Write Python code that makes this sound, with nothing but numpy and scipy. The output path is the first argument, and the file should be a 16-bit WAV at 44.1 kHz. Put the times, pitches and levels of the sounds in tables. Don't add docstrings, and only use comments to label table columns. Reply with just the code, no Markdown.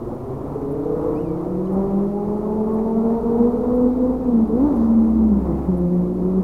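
import sys
import numpy as np
from scipy import signal
from scipy.fft import rfft, irfft, next_fast_len
from scipy.io import wavfile
from scipy.ndimage import uniform_filter1d

SR = 44100
rng = np.random.default_rng(int(sys.argv[2]) if len(sys.argv) > 2 else 0)


def digitize_waveform(pressure):
    field = np.atleast_2d(pressure).T
    bounded = np.clip(field, -1, 1)
    quanta = np.round(bounded * 32767).astype(np.int16)
    wavfile.write(sys.argv[1], SR, quanta)


def voltage_ratio(level):
    return 10 ** (np.asarray(level, float) / 20)


N = 283771

# time in seconds, firing rate in Hz, level before the exhaust in dB,
# highest clear multiple.
HIGH_RUN = [(0, 121.4, -38, 2), (0.448, 140.1, -33.5, 3.5), (.68, 149.8, -30.5, 3.6), (.9, 160.7, -25, 3.8),
            (1.2, 169.1, -28.5, 2.2), (1.399, 175, -27, 2), (1.661, 187.9, -28, 2.2),
            (1.771, 193.1, -21, 4.6), (2.2, 204.7, -27, 4), (2.6, 216.7, -25, 4), (3.01, 226.2, -22, 4.2),
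            (3.13, 229.6, -22, 3), (3.2, 231.3, -26.5, 4), (3.28, 233, -22, 2.6), (3.36, 234.7, -22, 2.3),
            (3.43, 237.6, -18.5, 2.2), (3.499, 241.5, -22, 2.4), (3.63, 247.6, -25.5, 2.4),
            (3.829, 248, -17.5, 1.7), (3.981, 250.7, -19.5, 1.7), (4.098, 254.7, -24.5, 2.3),
            (4.239, 256.8, -27.5, 2.2), (4.368, 227.9, -12.5, .8), (4.478, 215, -26, 1.5),
            (4.528, 221.3, -21, 1.8), (4.62, 274.3, -19, 1.6), (4.681, 304.7, -18.5, 1.6),
            (4.76, 232.9, -22, .8), (4.829, 227, -18.5, .6), (5.001, 225, -17, .6), (5.152, 223.5, -18, .6),
            (5.22, 221.9, -19, .6), (5.297, 214.6, -16.5, .6), (5.361, 200.3, -22.5, .6),
            (5.429, 184, -26, .8), (5.499, 170.9, -19.5, 1.8), (5.561, 154.4, -26.5, 1),
            (5.617, 140.9, -25, 1), (5.66, 155.5, -27, 1.3), (5.689, 189.9, -23, 2),
            (5.75, 176.9, -20.5, 1.8), (5.84, 176.7, -17, 1.5), (6, 178.5, -18.5, 1.6),
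            (6.13, 180.9, -21, 1.7), (6.268, 184.2, -23, 1.8), (6.43, 190, -21.5, 1.7)]
# centre in seconds, half length in seconds, change in dB.
NOISE_SWELLS = [(.95, 0.19, 4), (2.1, 0.16, 0), (3.4, 0.31, 2.5), (4.2, 0.17, 0), (4.75, 0.16, 3),
                (6, 0.35, -2.5)]


def evened(x):
    return x / np.sqrt(np.mean(x ** 2) + 1e-20)


def read(points, hz):
    table_hz, value = np.transpose(points)
    return np.interp(np.log(hz + 1), np.log(table_hz + 1), value)


def columns(rows):
    s, *rest = np.transpose(rows)
    start = round(s[0] * SR)
    t = np.arange(start, min(round(s[-1] * SR), N)) / SR
    return start, [np.interp(t, s, c) for c in rest]


def add(mix, start, sound):
    part = mix[start:][:len(sound)]
    part += sound[:len(part)]


def drift(length, top_hz):
    lowpass = signal.butter(2, top_hz, fs=SR / 64)
    slow = signal.lfilter(*lowpass, rng.standard_normal(length // 64 + 300))[200:]
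    return np.interp(np.arange(length) / 64, np.arange(len(slow)), evened(slow))


def coloured(points):
    size = next_fast_len(N)
    hz = np.fft.rfftfreq(size, 1 / SR)
    spectrum = rfft(rng.standard_normal(size)) * voltage_ratio(read(points, hz))
    return evened(irfft(spectrum, size)[:N])


def partial(hz, db, twinkle_db, sway_rad):
    phase = 2 * np.pi * (np.cumsum(hz) / SR + rng.random())
    phase = phase + sway_rad * drift(len(hz), top_hz=9.84)
    level_db = db + twinkle_db * drift(len(hz), top_hz=9.4)
    return np.sqrt(2) * voltage_ratio(level_db) * np.sin(phase)


def bumps(rows):
    t = np.arange(N) / SR
    return sum(db * np.exp(-((t - s) / half_s) ** 2) for s, half_s, db in rows)


def effort_db(follow, db_per_oct):
    smooth_s = 0.18
    s, hz, db, _ = np.transpose(HIGH_RUN)
    change_db = follow * (db + 22) + db_per_oct * np.log2(hz / 200)
    return uniform_filter1d(np.interp(np.arange(N) / SR, s, change_db), round(smooth_s * SR))


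def camera():
    # Hz, relative level in dB per Hz.
    hiss_colour = [(2000, -9), (2600, -8.5), (3100, -8.5), (4580, -10.5), (5680, -12), (8440, -15),
                   (9860, -13.5), (10800, -15), (14400, -14.5), (15700, -19)]
    # Hz, level before wavering in dB rms.
    whines = [(12602, -94), (14503, -91), (14530, -90), (14562, -87)]
    pictures_per_s, first_picture_s = 30.03, .0153
    write_every_s, first_write_s = 1.012, .72
    t = np.arange(N) / SR
    from_picture = ((t - first_picture_s) * pictures_per_s + .5) % 1 - .5
    from_write = ((t - first_write_s) / write_every_s + .5) % 1 - .5
    blips = np.exp(-(from_picture / 0.049) ** 2) * partial(np.full(N, 9770.), 0, twinkle_db=1.0, sway_rad=.8)
    burst_colour = [(8500, -25.5), (9400, 5.0), (10500, -4.0), (11500, -8.0), (13500, -8), (14500, 1.5),
                    (15500, -18.5)]
    bursts = np.exp(-(from_write / 0.012) ** 4) * coloured(burst_colour)
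    whine = sum(partial(np.full(N, hz), db, twinkle_db=1.5, sway_rad=.3) for hz, db in whines)
    hiss = coloured([(1200, -35.0)] + list(hiss_colour))
    return voltage_ratio(-65) * hiss + voltage_ratio(-66.0) * blips + voltage_ratio(-62.0) * bursts + whine


def roar():
    # Hz, relative level in dB per Hz.
    roar_colour = [(15, 1.5), (40, 17), (80, 14), (130, 8), (250, 16), (450, 12.5), (700, 8.5), (1000, 5.5),
                   (1350, -5), (1600, -17.5), (1900, -21), (2250, -26), (3000, -39)]
    level_db = -31.5 + effort_db(follow=0.031, db_per_oct=2) + bumps(NOISE_SWELLS)
    return voltage_ratio(level_db + 1.3 * drift(N, top_hz=3.2)) * coloured(roar_colour)


def grit():
    # Hz, relative level in dB per Hz.
    grit_colour = [(1180, -28), (1700, 2), (2100, -2), (2600, -7), (3200, -20)]
    level_db = -66.5 + 2.5 * drift(N, top_hz=25) + 1.5 * drift(N, top_hz=4)
    return voltage_ratio(level_db) * coloured(grit_colour)


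def rasp():
    # Hz, relative level in dB.
    rasp_colour = [(2900, -22), (3500, -2), (3800, 0), (4150, -4), (4550, -2), (5200, -12), (6300, -6),
                   (7500, -22)]
    level_db = -77 + effort_db(follow=.3, db_per_oct=10) + 1.5 * bumps(NOISE_SWELLS)
    return voltage_ratio(level_db + 1.6 * drift(N, top_hz=8)) * coloured(rasp_colour)


def reel():
    # time in seconds, Hz, level in dB rms and octave level in dB rms before wavering.
    squeak = [(1.148, 2300, -68, -80), (1.162, 2370, -60, -70), (1.19, 2630, -56, -73),
              (1.196, 2860, -72, -84), (1.205, 2900, -66, -75), (1.232, 2850, -66, -78),
              (1.25, 2660, -63, -84), (1.255, 2470, -60, -70), (1.275, 2390, -64, -74),
              (1.31, 2290, -67, -77), (1.355, 2200, -68, -82), (1.42, 2020, -71, -87),
              (1.5, 1880, -76, -95)]
    # start in seconds, sine level before rise and decay in dB peak, Hz, t60 in seconds.
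    ticks = [(1.653, -55, 6600, .014), (1.653, -56, 8800, .014), (1.656, -54, 4100, .014),
             (1.659, -55, 4000, .016), (1.663, -58, 8500, .012), (1.672, -51, 3000, .022)]
    out, t = np.zeros(N), np.arange(2000) / SR
    start, (hz, db, octave_db) = columns(squeak)
    add(out, start, partial(hz, db, twinkle_db=1.2, sway_rad=.2))
    add(out, start, partial(2 * hz, octave_db, twinkle_db=2.4, sway_rad=.5))
    for s, db, hz, t60_s in ticks:
        envelope = np.minimum(t / .0008, 1) * voltage_ratio(db - 60 * t / t60_s)
        grain = .25 * rng.standard_normal(len(t))
        add(out, round(s * SR), envelope * (np.sin(2 * np.pi * hz * t) + grain))
    return out


def banks(x):
    t60_s = 0.76
    slots = np.arange(2000, SR, 44)
    at = slots + rng.integers(0, 44, len(slots))
    taps = np.zeros(SR + 44)
    taps[at] = rng.choice([-1., 1.], len(at)) * voltage_ratio(-60 * at / SR / t60_s)
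    return signal.fftconvolve(x, taps / np.linalg.norm(taps))[:N]


def low_engine():
    # time in seconds, shaft rate in Hz, level before the tables below in dB.
    run = [(0, 24.62, -44), (.38, 26.82, -36), (.9, 31.8, -40.5), (1.45, 35.79, -33), (2.1, 40.11, -34.5),
           (2.7, 44.42, -32.5), (3.3, 49.17, -30), (3.9, 54.65, -32.5), (4.39, 57.81, -25),
           (4.67, 60.57, -22.5), (4.96, 61.03, -26.5), (5.17, 63.9, -23), (5.42, 65.55, -24.5),
           (5.65, 67.55, -27), (5.8, 68.36, -32.5), (6, 59.2, -27), (6.25, 56.8, -26.5), (6.43, 56.4, -30)]
    # multiple, relative level in dB.
    shaft = [(2, -9), (3, -1.5), (4, 5.5), (5, 3), (6, -4), (7, -5), (8, 1), (9, 6.5), (10, -9), (11, -8),
             (12, -1)]
    # Hz, gain in dB.
    pipe = [(70, -10), (110, -11.5), (170, -8), (230, -14.5), (310, -9), (400, -8.5), (550, -30.5),
            (800, -26)]
    # Hz, gain in dB.
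    throb_gain = [(25, -11.5), (32, -10.5), (42, -11.5), (50, -11.5), (55, -2), (58, -9), (61, -11),
                  (67, 0)]
    # centre in seconds, half length in seconds, change in dB.
    throb_gaps = [(2.69, 0.053, -14.5), (4.73, 0.042, -16), (5.916, 0.027, -23)]
    start, (hz, note_db) = columns(run)
    throb_db = note_db + read(throb_gain, hz) + bumps(throb_gaps)[start:start + len(hz)]
    note = sum(partial(k * hz, note_db + db + read(pipe, k * hz), twinkle_db=2.5, sway_rad=0.8)
               for k, db in shaft)
    return start, note + partial(hz, throb_db, twinkle_db=0.5, sway_rad=0.11)


def piers():
    # pitch factor, relative level in dB.
    returns = [(0.91, -11.5), (.935, -12.5)]
    far_db, near_db, rise_s, gone_s = -8.5, 1.5, 2.98, 4.3
    s, hz, level_db, clear = np.transpose(HIGH_RUN)
    near = (s < gone_s) / (1 + np.exp((rise_s - s) / 0.1))
    heard_db = level_db + far_db + (near_db - far_db) * near
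    return [high_engine(np.transpose([s, hz * factor, heard_db + db, clear]),
                        twinkle_db=1, sway_rad=0.52, first_db=-5.0) for factor, db in returns]


def bank_echo():
    # time in seconds, firing rate in Hz, level before the exhaust in dB, highest clear multiple.
    echo_run = [(0, 115, -32, 3.2), (.5, 131.8, -36.5, 3), (.68, 139, -24.5, 3.2), (1.05, 148.5, -20, 3.2),
                (1.25, 154.7, -26, 3), (1.55, 164.9, -31, 3.1), (1.85, 168.8, -37, 2.5),
                (3, 201.6, -30, 2.2), (3.9, 221.9, -34, 2.1), (4.5, 226.3, -41.5, 1.5)]
    return high_engine(echo_run, twinkle_db=1.2, sway_rad=0.032, first_db=-9.0)


def far_shore(x):
    return round(.22 * SR), voltage_ratio(-15.5) * x


def high_engine(rows, twinkle_db, sway_rad, first_db):
    # multiple, relative level in dB.
    firing = [(1, 2), (2, -6), (3, -8.5), (4, -13), (5, -21), (6, -29)]
    # Hz, gain in dB.
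    exhaust = [(120, -5.5), (160, -11), (190, 0), (230, -1), (320, -0.5), (450, 3.5), (500, 4), (560, -3.5),
               (700, -7), (850, -4), (1500, -5)]
    # time in seconds, factor on the phase wavering
    # of multiples above 2, sputter in dB.
    roughness = [(0, 2.6, 5.5), (.5, 2.2, 4.5), (.75, 1.3, .5), (1.2, 1, .3), (1.7, 1.3, .6), (3, 1.8, 1.2),
                 (3.35, 2.4, 1.5), (4.3, 2.2, 1.5), (4.5, 1.7, 1), (4.7, 1.7, 1), (5.3, 1.8, 1),
                 (5.4, 2.4, 4), (5.65, 2.4, 4), (5.75, 2.8, 1), (6.2, 2.8, 2), (6.43, 1.5, 2)]
    muffle_db_per_oct, muffle_most_db = -12.5, -33
    fading_db, fading_hz, sputter_hz = 0.93, 11, 22.4
    start, (hz, db, clear) = columns(rows)
    length = len(hz)
    _, rough_columns = columns(roughness)
    rough, sputter_db = (c[start:][np.minimum(np.arange(length), len(c) - start - 1)] for c in rough_columns)
    note = np.zeros(length)
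    for k, own_db in firing:
        level_db = db + own_db + read(exhaust, k * hz)
        level_db = level_db + sputter_db * drift(length, sputter_hz)
        level_db = level_db + fading_db * (k - 1) * drift(length, fading_hz)
        if k == 1:
            level_db = level_db + first_db
        else:
            octaves = np.log2(k / np.maximum(clear, 1 / 3))
            level_db = level_db + np.clip(muffle_db_per_oct * octaves, muffle_most_db, 0)
        note += partial(k * hz, level_db, twinkle_db * np.sqrt(k), sway_rad * k * rough ** (k > 2))
    return start, note * signal.windows.tukey(length, .01)


def scene():
    engines = np.zeros(N)
    add(engines, *high_engine(HIGH_RUN, twinkle_db=1.37, sway_rad=0.11, first_db=0))
    add(engines, *far_shore(engines))
    add(engines, *bank_echo())
    add(engines, *low_engine())
    for start, copy in piers():
        add(engines, start, copy)
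    background = camera() + roar() + grit() + rasp() + reel()
    return (background + engines + voltage_ratio(-10.5) * banks(engines))[None]


def roll_off(x):
    return signal.sosfilt(signal.butter(12, 15870, fs=SR, output="sos"), x)


def record(dry):
    offset = -.005
    return roll_off(dry + offset)


dry = scene()
out = record(dry)
digitize_waveform(out)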